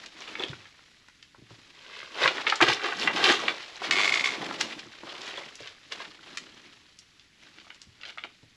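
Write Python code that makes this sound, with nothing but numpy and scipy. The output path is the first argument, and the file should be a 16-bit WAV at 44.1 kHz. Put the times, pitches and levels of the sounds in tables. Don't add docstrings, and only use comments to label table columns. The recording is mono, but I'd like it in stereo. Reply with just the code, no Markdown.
import sys
import numpy as np
from scipy import signal
from scipy.fft import rfft, irfft, next_fast_len
from scipy.io import wavfile
from scipy.ndimage import map_coordinates

SR = 44100
rng = np.random.default_rng(int(sys.argv[2]) if len(sys.argv) > 2 else 0)


def master_out(mix):
    frames = np.transpose(np.atleast_2d(mix))
    ceiling = np.clip(frames, -1, 1)
    pcm = np.round(ceiling * 32767).astype(np.int16)
    wavfile.write(sys.argv[1], SR, pcm)


N = 377483
TIME = np.arange(N) / SR

# (time [s], relative level [dB], pitch [Hz], crack against the body [dB], capped at 0)
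STONE_CLACKS = [(0.061, -30.5, 2730, 0), (0.276, -30, 2260, -35), (0.354, -23, 2100, -40),
                (0.436, -29, 2860, -36), (0.484, -31, 3170, -35), (0.532, -29, 1420, -34),
                (0.655, -36.5, 1950, -38), (0.792, -43.5, 1290, -34), (1.085, -40, 1670, -7),
                (1.227, -36, 3040, -11), (1.347, -40.5, 1029, -24), (1.506, -42, 1120, -23),
                (2.258, -6.5, 1320, -43), (2.277, -6.5, 2340, -22), (2.381, -20, 1920, -29),
                (2.468, -8, 2130, -44), (2.499, -11.5, 2840, -17), (2.524, -8, 1370, -30),
                (2.557, -23, 4620, -30.5), (2.605, -10, 1270, -32), (2.613, -4.5, 1410, -13),
                (2.844, -18, 1600, -32), (2.923, -16.5, 1610, -35), (3.075, -5.5, 1880, -41),
                (3.162, -18, 3020, -30), (3.2414, -5.5, 2970, -28), (3.482, -8, 2250, -51),
                (3.819, -22, 880, -20), (3.91, -7, 2380, -8.5), (4.427, -28, 835, -30),
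                (4.511, -22, 1150, -27), (4.61, -15, 1690, 5.5), (4.793, -28, 2920, -10),
                (5.034, -31.5, 880, -25), (5.217, -30, 3700, -23), (5.275, -35, 2530, -28),
                (5.373, -35, 2700, 0), (5.555, -33.5, 5400, -19), (5.605, -31.5, 507, -7),
                (5.673, -28.5, 3140, -50), (5.922, -22, 3300, -39), (6.003, -27, 1130, -32),
                (6.373, -20, 2190, -1), (6.989, -35.5, 5330, -24.5), (7.196, -40.5, 3100, -17.5),
                (7.585, -38, 2660, -30), (7.6, -39, 3130, -35), (7.668, -42, 1090, -18),
                (7.704, -30.5, 2040, -30.5), (7.746, -43, 4530, -20), (7.817, -34, 4830, -18),
                (8.013, -36, 3020, -38), (8.034, -28, 2450, -37), (8.053, -29, 2830, -42),
                (8.094, -31, 2500, -38), (8.175, -30.5, 1220, -15), (8.183, -24, 2080, -35),
                (8.238, -23, 2230, -41)]
STONE_MODES = [0.623, 1.0, 1.49]
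# (time of crest [s], relative level [dB], rise over 20 dB [s], fall over 20 dB [s],
# pitch of the stones [Hz])
GRAVEL_CRUNCHES = [(0.278, -44.5, 0.023, 0.22, 2160), (0.401, -35, 0.02, 0.095, 760),
                   (.437, -35.5, 0.04, 0.024, 2800), (2.001, -42.5, 0.3, 0.19, 2640),
                   (2.243, -22, 0.078, 0.066, 1830), (2.477, -27.5, 0.011, 0.11, 2130),
                   (2.626, -13, 0.017, 0.029, 1630), (2.687, -20, 0.045, 0.085, 1790),
                   (2.736, -26, 0.035, 0.016, 4720), (2.851, -29, 0.1, 0.18, 1750),
                   (3.03, -28, 0.081, 0.041, 3840), (3.175, -30, 0.051, 0.25, 1740),
                   (3.254, -21.5, 0.068, 0.19, 2820), (3.303, -18.5, 0.059, 0.059, 1810),
                   (3.848, -29, 0.039, 0.027, 2550), (3.99, -32, 0.15, 0.21, 1460),
                   (4.611, -27.5, 0.016, 0.032, 4600), (4.73, -38.5, 0.067, 0.021, 2944),
                   (5.28, -39, 0.084, 0.07, 3600), (5.379, -39, 0.0057, 0.041, 1220),
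                   (5.664, -45, 0.12, 0.11, 3040), (5.93, -32.5, 0.021, 0.0075, 3020),
                   (6.012, -39, 0.03, 0.059, 1815), (8.09, -44.5, 0.11, 0.063, 2720),
                   (8.252, -37, 0.019, 0.0089, 900)]
# (frequency [Hz], gain [dB])
GRAVEL_COLOUR = [(80, -21.5), (200, 5.5), (380, 7.5), (700, 0), (1300, -2), (2400, -2), (4000, -3.5),
                 (5800, -12), (7800, -18), (10400, -20), (15000, -22)]
# (time [s], length [s], slip rate [1/s], relative level [dB], fade [dB/s])
SLAB_JERKS = [(3.919, .02, 80, -12, 107), (3.9538, .05, 102, -14, 4), (4.0113, .048, 97, -12.5, 5),
              (4.0744, .025, 59, -10.5, 89), (4.121, .058, 60, -9.5, 27), (4.193, .025, 76, -12, 243),
              (4.24, .16, 64, -11.5, 148)]
# (frequency [Hz], relative level [dB], t60 [s])
SLAB_MODES = [(1150, -21, 0.041), (2187, 3.5, 0.012), (2360, -4.5, 0.012), (3180, -5.5, 0.01),
              (3436, -3, 0.012), (4330, 0.5, 0.0047)]
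# (time [s], relative knock peak [dB], relative boom peak [dB])
HEEL_THUDS = [(0.4, -27, -69), (0.438, -29.5, -62), (0.496, -57, -34.5), (0.518, -38.5, -46),
              (1.382, -48.5, -51), (1.418, -46, -47.5), (1.509, -42.5, -46), (2.246, -45, -38.5),
              (2.619, -15, -34), (2.687, -36, -32), (3.294, -17.5, -37), (4.86, -45, -54),
              (5.033, -36, -55), (5.605, -42, -49), (7.87, -71, -50), (8.244, -40.5, -70),
              (8.429, -46.5, -51)]
# (time [s], relative peak [dB], pitch [Hz])
CHIP_CLINKS = [(0.396, -24, 3430), (0.425, -26.5, 3540), (0.437, -20.5, 3250), (0.493, -33, 3590),
               (2.236, -15, 3760), (3.758, -34, 4160), (5.375, -28, 3400)]
# (time [s], time under load [s], relative grit level [dB], relative rubbing level [dB])
FOOT_LOADS = [(0, 0.025, -45, -61.5), (0.201, 0.27, -44, -58.5), (1.5, 0.75, -55.5, -69.5),
              (2.194, 0.22, -35, -52), (3.024, 0.25, -34.5, -42.5), (3.43, 0.078, -36, -56),
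              (3.869, 0.57, -36.5, -48.5), (4.419, 0.3, -39.5, -47), (5.073, 0.36, -41, -60.5),
              (5.93, 0.13, -44, -61), (6.269, 0.15, -48.5, -57.5), (6.52, 0.24, -55, -64),
              (7.429, 0.29, -54.5, -66), (8.03, 0.31, -62.5, -77)]
# (frequency [Hz], gain [dB])
CLOTH_COLOUR = [(40, -35), (110, -17.5), (190, -6.5), (270, -5), (330, -2), (450, -15), (1000, -30),
                (2500, -43.5)]
# (from time [s], detour of the reflection [m])
ROCK_DETOURS = [(0, .785), (1.7, 0.66), (2.44, 0.74), (2.593, 0.87), (3.7, 0.94), (4.4, .847),
                (4.972, 0.72), (5.52, 0.62), (6.9, 0.47)]
# (frequency [Hz], width [Hz], gain [dB])
VAULT_HOLLOW = [(118.7, 11, -6), (344, 33, -10)]
# (frequency [Hz], t60 [s])
VAULT_DECAY = [(150, 0.52), (1000, 0.14), (4000, 0.3), (10000, 0.31)]
# (frequency [Hz], gain [dB])
HISS_COLOUR = [(25, -2.5), (100, 1), (300, -1.5), (700, -21), (2000, -5), (4500, -10.5), (8000, -18.5),
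               (12000, -20.5), (15000, -31)]
# (frequency [Hz], gain [dB])
PORT_COLOUR = [(7600, 1.5), (8700, -6.5), (9050, -27), (9400, -6), (10400, 0), (11500, -10.5),
               (15000, -10.5)]

LOAD_S, SAG_DB_PER_S, LIFT_DB_PER_S = 0.1, 3, 81.5
TRICKLE_DB, TRICKLE_DB_PER_S = -4, 28.5
SETTLE_DB, MURMUR_DB = -65.5, -87.5
SLIP_SCATTER_S, SLIP_SCATTER_DB = 0.00055, 1.5
SOUND_M_PER_S = 343
TOP_LEVEL, TOP_HZ = 0.58, 15300


def clacks(level_db=15, scatter_db=-27.0, scatter_t60=0.092, scatter_rise=0.0015,
           breadth=1.0, ground_db=-25, ring_db=-4, ring_width=0.12):
    out, t = np.zeros(N), np.arange(-SR // 400, SR // 6) / SR
    after = np.maximum(t, 0)
    rattle = amp(scatter_db - 60 * after / scatter_t60) * (1 - np.exp(-after / scatter_rise))
    for s, db, pitch, crack_db in STONE_CLACKS:
        force = (t == 0) + rattle * ticks(len(t), rate=1200, spread_db=3)
        modes = pitch * np.array(STONE_MODES) * rng.normal(1, .05, len(STONE_MODES))

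        def stone(hz):
            push = band(hz, pitch, breadth * pitch) ** 2
            ground = amp(ground_db) * band(hz, 500, 500)
            ring = amp(ring_db) * sum(band(hz, c, ring_width * c) for c in modes)
            return (push + ground + ring) / (1 + (hz / (1.9 * pitch)) ** 6)

        body = unit(filtered(force, stone))
        crack = unit(filtered(force, lambda hz: band(hz, 4200, 7900) ** 3 / (1 + (hz / 9500) ** 4)))
        hit = reflected(body + amp(min(crack_db, 0)) * crack, s, gain=1.15, spread=.1)
        add(out, s + t[0], amp(db + level_db) * hit / np.linalg.norm(hit))
    return out


def crunches(level_db=-0.5, breadth=2, pebble_db=-4, full_rate=5000, crowding=0.61, clump_db=1.5):
    out, t = np.zeros(N), np.arange(-SR // 4, SR // 4) / SR
    for s, db, rise, fall, pitch in GRAVEL_CRUNCHES:
        swell = amp(-20 * np.where(t < 0, -t / rise, t / fall))
        crushed = grains(len(t), rate=full_rate * amp(crowding * db), spread_db=0.5)
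        crushed = unit(filtered(crushed, lambda hz: band(hz, pitch, breadth * pitch)))
        crunch = swell * (crushed + amp(pebble_db) * pebbles(len(t), pitch))
        crunch = reflected(crunch, s, gain=0.5, spread=0.011, rough_hz=3300)
        add(out, s + t[0], amp(db + level_db) * crunch)
    return out * amp(clump_db * wobble(160))


def slab(level_db=15.5, scratch_db=-17, scratch_t60=0.094, dull_hz=7500):
    out, t = np.zeros(N), np.arange(SR // 20) / SR
    onset = 1 - np.exp(-t / 0.00096)
    for s, db in slips():
        ring = np.zeros(len(t))
        for hz, mode_db, t60 in SLAB_MODES:
            varied_db = mode_db + rng.normal(0, 1)
            ring += amp(varied_db - 60 * t / t60) * np.sin(2 * np.pi * hz * t)
        scratch = unit(filtered(rng.standard_normal(len(t)), lambda hz: band(hz, 1940, 5800) ** 2))
        scratch = scratch * amp(scratch_db - 60 * t / scratch_t60)
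        hit = reflected((ring + scratch) * onset, s, gain=2.4, spread=.07)
        add(out, s, amp(db + level_db) * hit / np.linalg.norm(hit))
    return filtered(out, lambda hz: 1 / np.sqrt(1 + (hz / dull_hz) ** 6))


def slips(count=16):
    rows = []
    for s, length, rate, db, fade in SLAB_JERKS:
        for k, (late, strong) in enumerate(rng.standard_normal((count, 2))):
            since = k / rate
            if since < length:
                rows.append((s + since + SLIP_SCATTER_S * late, db - fade * since + SLIP_SCATTER_DB * strong))
    return rows


def thuds(knock_db=-3, boom_db=0, knock_t60=0.088, boom_t60=0.11, knock_hz=320, boom_hz=112, crumble_db=-19):
    out, t = np.zeros(N), np.arange(SR // 4) / SR
    for s, heel_db, earth_db in HEEL_THUDS:
        knock = heel_db + knock_db, knock_hz, knock_t60
        boom = earth_db + boom_db, boom_hz, boom_t60
        for db, pitch, t60 in (knock, boom):
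            force = (t == 0) + rng.standard_normal(len(t)) * amp(crumble_db - 60 * t / t60)
            push = filtered(force, lambda hz: band(hz, pitch, .8 * pitch) ** 2)
            add(out, s, amp(db) * push / np.abs(push).max())
    return out


def clinks(ring_t60=0.023, chatter_db=-20, chatter_t60=0.02):
    out, t = np.zeros(N), np.arange(SR // 12) / SR
    for s, db, pitch in CHIP_CLINKS:
        force = (t == 0) + rng.standard_normal(len(t)) * amp(chatter_db - 60 * t / chatter_t60)
        mode = np.sin(2 * np.pi * pitch * t) * amp(-60 * t / ring_t60)
        ring = signal.fftconvolve(force, mode)[:len(t)]
        add(out, s, amp(db) * ring / np.abs(ring).max())
    return out


def grit(level_db, big_db=-8, small_db=-3.5, sand_db=-17, usual_db=-40, clump_db=3.5):
    heavy_db = level_db - usual_db
    loose = grains(N, rate=950, spread_db=0.5)
    big = unit(filtered(loose, lambda hz: band(hz, 997, 1800) ** 2))
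    big = big * amp(big_db + heavy_db + clump_db * wobble(60))
    small = unit(filtered(loose, lambda hz: band(hz, 2675, 6770) ** 2))
    small = small * amp(small_db + clump_db * wobble(110))
    sand = unit(filtered(loose, lambda hz: band(hz, 6020, 9700) ** 2))
    sand = sand * amp(sand_db - heavy_db / 2 + 2.3 * wobble(38))
    strays = amp(-11) * pebbles(N, 2700, rate=70)
    return amp(level_db) * (big + small + sand + strays)


def rubbing(cloth_db, flutter_db=4.5):
    rustle = unit(coloured(ticks(N, rate=2000, spread_db=7.5), CLOTH_COLOUR))
    return amp(cloth_db + flutter_db * wobble(40)) * rustle


def stride_levels():
    grit_power, rub_power = amp(SETTLE_DB) ** 2, amp(MURMUR_DB) ** 2
    for s, hold, grit_db, rub_db in FOOT_LOADS:
        before, after = np.maximum(s - TIME, 0), np.maximum(TIME - s - hold, 0)
        load_db = -20 * before / LOAD_S - SAG_DB_PER_S * np.clip(TIME - s, 0, hold)
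        lift_db = -LIFT_DB_PER_S * after
        trickle_db = np.maximum(lift_db, TRICKLE_DB - TRICKLE_DB_PER_S * after)
        grit_power = grit_power + amp(grit_db + load_db + trickle_db) ** 2
        rub_power = rub_power + amp(rub_db + load_db + lift_db) ** 2
    return 10 * np.log10(grit_power), 10 * np.log10(rub_power)


def reflected(x, s, gain, spread, rough_hz=9000):
    since, detour = np.transpose(ROCK_DETOURS)
    footing = max(np.searchsorted(since, s) - 1, 0)
    lag = detour[footing] * rng.uniform(1 - spread, 1 + spread) / SOUND_M_PER_S

    def two_paths(hz):
        share = gain / (1 + (hz / rough_hz) ** 4)
        return (1 + share * np.exp(-2j * np.pi * hz * lag)) / np.hypot(1, share)

    return filtered(x, two_paths)


def vault(x, tail_db=-11):
    hz, t, z = signal.stft(rng.standard_normal(SR // 2), SR, nperseg=256)
    decay = amp(-60 * t / along(VAULT_DECAY, hz)[:, None])
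    tail = signal.istft(z * decay, SR, nperseg=256)[1]
    tail = np.pad(tail / np.linalg.norm(tail), (SR // 150, 0))
    hollow = filtered(x, lambda f: sum(amp(db) * band(f, c, w) for c, w, db in VAULT_HOLLOW))
    return x + hollow + amp(tail_db) * signal.fftconvolve(x, tail)[:N]


def hiss(level_db=-65):
    return amp(level_db) * unit(coloured(rng.standard_normal(N), HISS_COLOUR))


def grains(n, rate, spread_db, count=7):
    out = np.zeros(n)
    for c in np.geomspace(400, 9000, count):
        out += filtered(ticks(n, rate, spread_db), lambda hz: band(hz, c, c / 2))
    return coloured(out, GRAVEL_COLOUR)


def pebbles(n, pitch, rate=170, variety=0.398):
    out, t = np.zeros(n), np.arange(SR // 50) / SR
    draws = np.clip(rng.standard_normal((n // 20, 2))[:int(rate * n / SR)], -2, 2)
    for s, (size, strength) in zip(rng.uniform(0, n / SR, n // 20), draws):
        turns = min(pitch * np.exp(variety * size), SR / 6) * t
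        fade = amp(5 * strength - 4 * turns) * (1 - np.exp(-turns))
        add(out, s, fade * np.sin(2 * np.pi * turns))
    return unit(out)


def ticks(n, rate, spread_db):
    size = amp(spread_db * np.clip(rng.standard_normal(n), -2, 2))
    return unit((rng.random(n) < rate / SR) * size * rng.choice([-1, 1], n))


def wobble(rate):
    knots = np.clip(rng.standard_normal(N // 10), -2, 1.2)
    return map_coordinates(knots, [TIME * rate])


def band(hz, centre, width):
    return 1j * hz * width / (centre ** 2 - hz ** 2 + 1j * hz * width)


def filtered(x, response):
    m = next_fast_len(len(x) + SR // 10)
    return irfft(rfft(x, m) * response(np.fft.rfftfreq(m, 1 / SR)), m)[:len(x)]


def coloured(x, points, size=2048):
    gain = amp(along(points, np.fft.rfftfreq(size, 1 / SR)))
    cepstrum = irfft(np.log(gain + 1e-6))
    cepstrum[1:size // 2] *= 2
    cepstrum[size // 2 + 1:] = 0
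    return signal.fftconvolve(x, irfft(np.exp(rfft(cepstrum))))[:len(x)]


def along(points, hz):
    f, v = np.transpose(points)
    return np.interp(np.log(hz + 1), np.log(f + 1), v)


def add(track, s, sound):
    part = track[max(round(s * SR), 0):][:len(sound)]
    part += sound[:len(part)]


def amp(db):
    return 10 ** (np.asarray(db) / 20)


def unit(x):
    return x / np.sqrt(np.mean(x ** 2) + 1e-20)


def scene(steps_db=-1.52):
    grit_db, cloth_db = stride_levels()
    impacts = clacks() + crunches() + slab() + thuds() + clinks()
    steps = vault(impacts + grit(grit_db) + rubbing(cloth_db))
    mono = amp(steps_db) * steps + hiss()
    return np.array([mono, mono])


def record(dry):
    rounded = dry / (1 + np.abs(dry / TOP_LEVEL) ** 4) ** (1 / 4)
    return np.array([filtered(coloured(x, PORT_COLOUR), lambda hz: hz < TOP_HZ) for x in rounded])


dry = scene()
out = record(dry)
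master_out(out)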